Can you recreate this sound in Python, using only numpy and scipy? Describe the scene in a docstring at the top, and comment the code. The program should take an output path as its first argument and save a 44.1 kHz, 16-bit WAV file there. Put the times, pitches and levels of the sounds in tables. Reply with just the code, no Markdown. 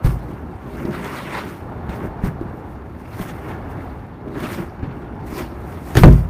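"""Distant traffic rumbles throughout, as flickering noise bands, while snow boots shuffle on a snowy wooden deck.
From the first thud on, soles drag and crush snow (clumped random grains), crust snaps (short bright noise),
and footfalls ring the planks (soft pushes into decaying sines). Near 6 s the boots stamp on a small
folding knife, which clacks (short ringing modes); the stamp overloads the microphone."""
import sys
import numpy as np
from scipy import signal
from scipy.io import wavfile

SR = 44100
rng = np.random.default_rng(int(sys.argv[2]) if len(sys.argv) > 2 else 0)


def master_out(mix):
    """Clip the mix to full scale and print it as 16-bit PCM to the path in sys.argv[1]."""
    frames = np.transpose(np.atleast_2d(mix))
    ceiling = np.clip(frames, -1, 1)
    pcm = np.round(ceiling * 32767).astype(np.int16)
    wavfile.write(sys.argv[1], SR, pcm)


N = 277389

# colour of the far road noise: [f/Hz, relative density level/dB]
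TRAFFIC_SPECTRUM = [(15, -37), (25, -25), (59, 3), (86, 1.5), (140, -2), (188, -7), (267, -7.5),
                    (631, -15.5), (826, -11.5), (945, -17), (1490, -23), (3530, -52), (7500, -61.5),
                    (14300, -55), (15500, -60)]
TRAFFIC_DB = -31  # level around which the traffic swells

# pushes and drags of a sole through snow: [peak t/s, swell t/s, fade t/s,
# crushing level/dB, grit level/dB, fine spray level/dB, load on the planks level/dB]
SCUFFS = [(.05, 0.019, 0.14, -30, -42.5, -38.5, -48), (.30, 0.27, 0.39, -54, -60.5, -60, -34),
          (.79, 0.28, 0.34, -41.5, -53.5, -53.5, -28.5), (.87, 0.21, 0.13, -39, -65, -55, -23.5),
          (.95, 0.081, 0.37, -34, -45, -50.5, -29.5), (1.054, 0.047, 0.29, -31.5, -41.5, -48, -33),
          (1.19, 0.28, 0.18, -34, -42, -47, -38.5), (1.39, 0.32, 0.13, -28, -39, -47.5, -31),
          (1.50, .2, 0.22, -40.5, -52.5, -49.5, -31.5), (1.894, 0.006, 0.077, -32, -45.5, -51, -32),
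          (1.95, 0.094, 0.18, -36.5, -53, -52.5, -30.5), (2.06, .1, 0.047, -37, -63, -52.5, -23),
          (2.244, 0.022, 0.076, -34.5, -45, -46, -37), (2.28, 0.058, 0.034, -32, -54, -46, -33),
          (2.42, .03, 0.073, -51, -70, -63, -46), (2.57, .15, 0.13, -63, -72, -62, -51),
          (2.71, 0.13, .15, -72, -82, -61.5, -57), (3.0, 0.28, .2, -50, -64, -62, -39),
          (3.15, 0.13, 0.13, -39, -50, -51, -40), (3.215, 0.086, 0.17, -34.5, -46.5, -42.5, -31.5),
          (3.295, .08, .05, -38, -46, -58, -35), (3.36, .1, .15, -49, -62, -56, -38),
          (3.50, 0.2, 0.14, -35, -52, -53, -36), (3.718, 0.083, .06, -43, -59, -55, -38),
          (3.82, 0.19, 0.4, -44, -62, -59.5, -43.5), (4.28, 0.074, 0.24, -46, -61, -69, -30.5),
          (4.36, 0.033, .2, -38.5, -69, -70, -27.5), (4.44, 0.11, 0.23, -31.5, -40, -44, -26.5),
          (4.535, 0.12, 0.1, -36, -42.5, -40, -38), (4.631, 0.18, 0.046, -34, -52, -50.5, -25),
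          (4.835, 0.025, .2, -40.5, -56, -80, -32), (4.97, .15, 0.44, -48.5, -75, -66, -37),
          (5.266, .01, 0.41, -45, -53, -50, -35), (5.395, 0.12, .1, -31, -38.5, -40, -29),
          (5.71, .2, 0.22, -43.5, -55, -52, -40), (5.90, 0.14, 0.21, -44, -47.5, -46.5, -38),
          (5.975, 0.027, 0.13, -26, -29.5, -28.5, -60), (6.05, .02, 0.11, -22.5, -39, -40, -60),
          (6.127, .01, 0.16, -43, -49, -43, -60)]
# snow and planks under standing boots: [crushing level/dB, grit level/dB, spray level/dB, load level/dB]
STANDING_LEVELS = (-52.5, -67, -87, -43)
SWELL_DB = 20  # a scuff gains this much over its swell and loses it over its fade

# colours of snow under the sole, coarse to fine: [f/Hz, relative density level/dB]
CRUSH_SPECTRUM = [(400, 4), (700, 5), (1150, 7), (1800, 2.5), (2600, -10), (4000, -42)]
GRIT_SPECTRUM = [(1800, 3), (2800, 1), (4000, -1.5), (6000, -12.5), (7500, -10.5), (9000, -21.5)]
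SPRAY_SPECTRUM = [(5000, -6.5), (7400, -6), (8600, -2.5), (13000, -3), (17000, 3)]

# ringing modes of planks and joists: [f/Hz, level/dB, t60/s after a footfall]
DECK_MODES = [(33.6, -19, 0.12), (43.1, 1.5, 0.27), (53.15, 5, 0.48), (66.6, -6.5, 0.25), (85.4, -5, 0.8),
              (110.8, -4.5, 0.34), (117.5, 4, 0.45), (136.2, 4, 0.4), (158.2, 0, 0.4), (176.3, -0.5, 0.43),
              (201, 0, 0.23), (239.4, 0.5, 0.29), (292.9, 1, 0.17), (335.8, -1, 0.24), (359.8, -1.5, 0.28),
              (407.4, -3.5, 0.27), (488.3, -11.5, 0.25), (557, -5.5, 0.14), (623, -6.5, 0.31),
              (725, -6, 0.12), (830, -36, 0.41), (1010, -18, 0.36), (1157, 6.5, 0.074), (1440, -13, 0.13),
              (2000, -23, .05)]

# single crust snaps: [t/s, level/dB]
SNAPS = [(0.045, -40), (0.0697, -31), (0.797, -50), (0.852, -52), (0.909, -45), (1.045, -31), (1.1454, -43),
         (1.395, -41), (2.058, -48), (2.411, -47), (2.4214, -56), (3.289, -44), (4.0664, -56),
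         (4.2832, -53), (4.4034, -37), (5.953, -25), (5.9706, -12.5), (6.037, -6), (6.127, -34)]

# footfalls: [t/s, blow level/dB, contact low-pass f/Hz, extra weight on the joists level/dB,
# snow burst level/dB, burst t60/s, board under the sole f/Hz, its knock level/dB]
FALLS = [(0.0456, -19, 252, 3.5, -25, 0.16, 130, -0.5), (0.794, -44, 400, -25, -37, .04, 297, -20),
         (0.851, -49, 400, -15, -25.5, 0.05, 276, -8.5), (1.89, -46, 300, -17, -43, 0.1, 188, -13),
         (2.057, -40, 450, -18, -42, 0.046, 315, -13.5), (2.237, -19.5, 260, -9.5, -57, 0.2, 179, -3.5),
         (2.412, -32, 603, -25, -44, .04, 341, -9.5), (3.199, -35, 300, -4, -41, 0.09, 200, -14),
         (4.437, -47, 400, -15, -26, 0.13, 244, -16), (4.618, -40, 450, -15, -48, 0.069, 370, -33),
         (4.829, -28, 300, -22, -52, 0.067, 264, -11), (5.224, -43, 200, -9, -55, .05, 113, -23.5),
         (5.325, -43, 450, -8, -28, 0.061, 297, -16), (5.954, -25, 350, -4, -15.5, 0.056, 128, -10),
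         (5.971, -12, 356, -14, -8.5, 0.086, 123, -5), (6.014, -20, 119, 11, -38, 0.046, 102, -7),
         (6.035, -21, 2500, -25, -2.5, 0.044, 1022, 8.5), (6.036, -1, 710, -1.5, -7.5, 0.06, 157.4, 17)]
# colour of snow bursting under a footfall: [f/Hz, relative density level/dB]
BURST_SPECTRUM = [(300, 25.5), (1000, 7.5), (2500, -9), (5000, -9), (7600, -22), (8600, -43), (16000, -28)]
JOISTS_BELOW_HZ = 130
BENDING_S = .004  # travel time of a 100 Hz bending wave along the planks, growing as pitch falls
KNOCK_CYCLES = 11.9  # cycles in the knock's t60: boot and snow damp the loaded board

# blows on the knife under the sole: [t/s, level/dB]
KNIFE_BLOWS = [(5.953, -23), (5.9698, -13.5)]
# ringing modes of the small folding knife: [f/Hz, level/dB, t60/s]
KNIFE_MODES = [(1764, 3, 0.026), (3020, -8, 0.016), (4800, -6.5, 0.016), (6540, -8, .015)]

# narrow dip in the treble of the whole sound, and the top cut
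TREBLE_DIP_HZ, TREBLE_DIP_WIDTH_HZ, TREBLE_DIP_SHARE = 7530, 700, 0.56
CUTOFF_HZ = 16050


def from_db(db):
    """Decibels to gain."""
    return 10 ** (np.asarray(db) / 20)


def rms_one(x):
    """Scale to rms 1."""
    return x / np.sqrt(np.mean(x ** 2) + 1e-20)


def filtered(x, order, hz, kind):
    """Butterworth high-pass or band-pass."""
    return signal.sosfilt(signal.butter(order, hz, kind, fs=SR, output="sos"), x)


def drift(rate_hz):
    """Slow random wander of spread 1: noise through a double one-pole low-pass."""
    step = 40  # samples between drawn points
    pole = np.exp(-2 * np.pi * rate_hz * step / SR)
    noise = rng.standard_normal(N // step + 2002)
    slow = signal.lfilter([1], [1, -2 * pole, pole * pole], noise)[2000:]  # skip the filter's start
    return np.interp(np.arange(N) / step, np.arange(len(slow)), rms_one(slow))


def ring(force, hz, t60):
    """Two-pole resonator: a unit click sets off a decaying sine of starting height 1."""
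    decay = from_db(-60 / (t60 * SR))
    angle = 2 * np.pi * hz / SR
    feedback = [1, -2 * decay * np.cos(angle), decay * decay]
    return signal.lfilter([0, np.sin(angle)], feedback, force + 1e-18)


def coloured(sources, spectrum, patchy_db):
    """Third-octave bands, each with its own level and flicker; neighbours take turns on two sources."""
    out = 0
    edges = 22 * 2 ** (np.arange(30) / 3)
    hz, db = np.transpose(spectrum)
    for k, (low, high) in enumerate(zip(edges, edges[1:])):
        if high > hz[0] and low < hz[-1]:
            band = filtered(sources[k % 2], 2, [low, high], "band")
            level_db = np.interp(np.log(low * high) / 2, np.log(hz), db)
            out = out + from_db(level_db + patchy_db * drift(14.3)) * band
    return rms_one(out)


def grains(per_s, spread_db, clump_db):
    """Crystals break at random, in clumps, mostly small and a few large, as clicks of either sign."""
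    size_db = spread_db * np.minimum(rng.exponential(1, (2, N)), 4)
    sizes = from_db(size_db) * rng.choice([-1, 1], (2, N))
    clumps = from_db(clump_db * drift(40))
    breaking = rng.random((2, N)) < per_s / SR
    return sizes * clumps * breaking + 1e-9


def traffic():
    """Far road noise: coloured noise, swelling slowly."""
    far = coloured(rng.standard_normal((2, N)), TRAFFIC_SPECTRUM, patchy_db=1.53)
    return from_db(TRAFFIC_DB + 2.67 * drift(1.0)) * far


def scuffing():
    """Gains of crushing, grit, spray and load: every scuff swells and fades, and their powers add."""
    step = 32  # samples between gain points
    power = np.outer(from_db(STANDING_LEVELS) ** 2, np.ones(N // step + 1))
    t = np.arange(power.shape[1]) * step / SR
    for s, swell_s, fade_s, *levels_db in SCUFFS:
        shape_db = -SWELL_DB * np.where(t < s, (s - t) / swell_s, (t - s) / fade_s)
        power = power + np.outer(from_db(levels_db), from_db(shape_db)) ** 2
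    return [np.interp(np.arange(N) / SR, t, gain) for gain in np.sqrt(power)]


def sole(crushing, gritting, spraying):
    """Dragging and pressing: coarse crystals crush, fine ones spray, and both together make the grit."""
    coarse = grains(1800, spread_db=2.5, clump_db=1.43)
    fine = grains(5000, spread_db=1.5, clump_db=1.0)
    crush = coloured(coarse, CRUSH_SPECTRUM, patchy_db=1.7)
    grit = coloured(rms_one(coarse) + rms_one(fine), GRIT_SPECTRUM, patchy_db=4.0)
    spray = coloured(fine, SPRAY_SPECTRUM, patchy_db=-0.5)
    return crushing * crush + gritting * grit + spraying * spray


def rocking(load):
    """An uneven, cushioned force under the sole keeps the planks murmuring."""
    force = grains(900, spread_db=1.5, clump_db=3.5)[0]
    force = filtered(force, 2, [180, 550], "band")
    planks = 0
    for k, (hz, db, t60) in enumerate(DECK_MODES):
        # alternate signs; the rings are shorter than after a footfall
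        planks = planks + (-1) ** k * from_db(db) * ring(force, hz, 0.62 * t60)
    return load * rms_one(planks)


def snaps():
    """Breaking crust: each snap is bright noise that starts at once and dies within milliseconds."""
    envelope = np.zeros(N)
    for s, db in SNAPS:
        envelope[round(s * SR)] = from_db(db)
    decay = from_db(-60 / (0.017 * SR))  # t60 of 17 ms
    envelope = signal.lfilter([1], [1, -decay], envelope + 1e-18)
    noise = signal.lfilter([1], [1, -.8], rng.standard_normal(N))  # soften the top
    return envelope * rms_one(filtered(noise, 2, 900, "high"))


def footfalls():
    """A soft blow knocks one board and rings the whole deck; the snow under the sole bursts and settles."""
    blows, settle, planks = np.zeros((len(DECK_MODES), N)), np.zeros(N), np.zeros(N)
    t = np.arange(SR // 2) / SR
    mode_hz = np.array(DECK_MODES)[:, 0]
    scatter_db = rng.normal(0, 1.5, (len(FALLS), len(DECK_MODES)))  # each fall excites the modes unevenly
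    for fall, chance_db in zip(FALLS, scatter_db):
        s, blow_db, contact_hz, weight_db, burst_db, burst_t60, knock_hz, knock_db = fall
        at = round(s * SR)
        n = min(len(t), N - at)
        push = t * np.exp(-2 * np.pi * contact_hz * t)  # rubber and snow round the force off
        push = push[:n] / push.sum()
        strength = from_db(blow_db + weight_db * (mode_hz < JOISTS_BELOW_HZ) + chance_db)
        blows[:, at:at + n] += np.outer(strength, push)
        planks[at:at + n] += from_db(knock_db) * ring(push, knock_hz, KNOCK_CYCLES / knock_hz)
        onset = np.minimum(t[:n] / 0.00043, 1)
        settle[at:at + n] += from_db(burst_db - 60 * t[:n] / burst_t60) * onset
    # bending waves travel as the root of pitch, so the knock comes first and the boom follows
    travel_s = BENDING_S * np.sqrt(100 / mode_hz)
    lags = np.round(SR * (travel_s - travel_s.min())).astype(int)  # counted from the highest mode
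    for blow, lag, (hz, db, t60) in zip(blows, lags, DECK_MODES):
        planks[lag:] += from_db(db) * ring(blow, hz, t60)[:N - lag]
    burst = coloured(grains(9000, spread_db=3.5, clump_db=2.0), BURST_SPECTRUM, patchy_db=1.5)
    return planks + settle * burst


def knife():
    """Handle and blade clack: clicks set short modes ringing when the sole lands on them."""
    clicks = np.zeros(N)
    for s, db in KNIFE_BLOWS:
        clicks[round(s * SR)] = from_db(db)
    return sum(from_db(db) * ring(clicks, hz, t60) for hz, db, t60 in KNIFE_MODES)


def scene():
    """Everything reaches one microphone."""
    crushing, gritting, spraying, load = scuffing()
    boots = sole(crushing, gritting, spraying) + snaps()
    deck = rocking(load) + footfalls()  # footfalls bring their snow bursts along
    return (traffic() + boots + deck + knife())[None]


def record(dry):
    """The microphone drops the deepest bass and overloads hard at full scale; the whole sound has a narrow
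    dip in the treble, set ahead of the overload, and a steep top cut after it."""
    mic = filtered(dry, 2, 24, "high")
    peak = signal.iirpeak(TREBLE_DIP_HZ, TREBLE_DIP_HZ / TREBLE_DIP_WIDTH_HZ, fs=SR)
    mic = mic - TREBLE_DIP_SHARE * signal.lfilter(*peak, mic)
    overloaded = np.clip(mic, -1, 1)
    return signal.sosfilt(signal.cheby2(12, 60, CUTOFF_HZ, fs=SR, output="sos"), overloaded)


dry = scene()
out = record(dry)
master_out(out)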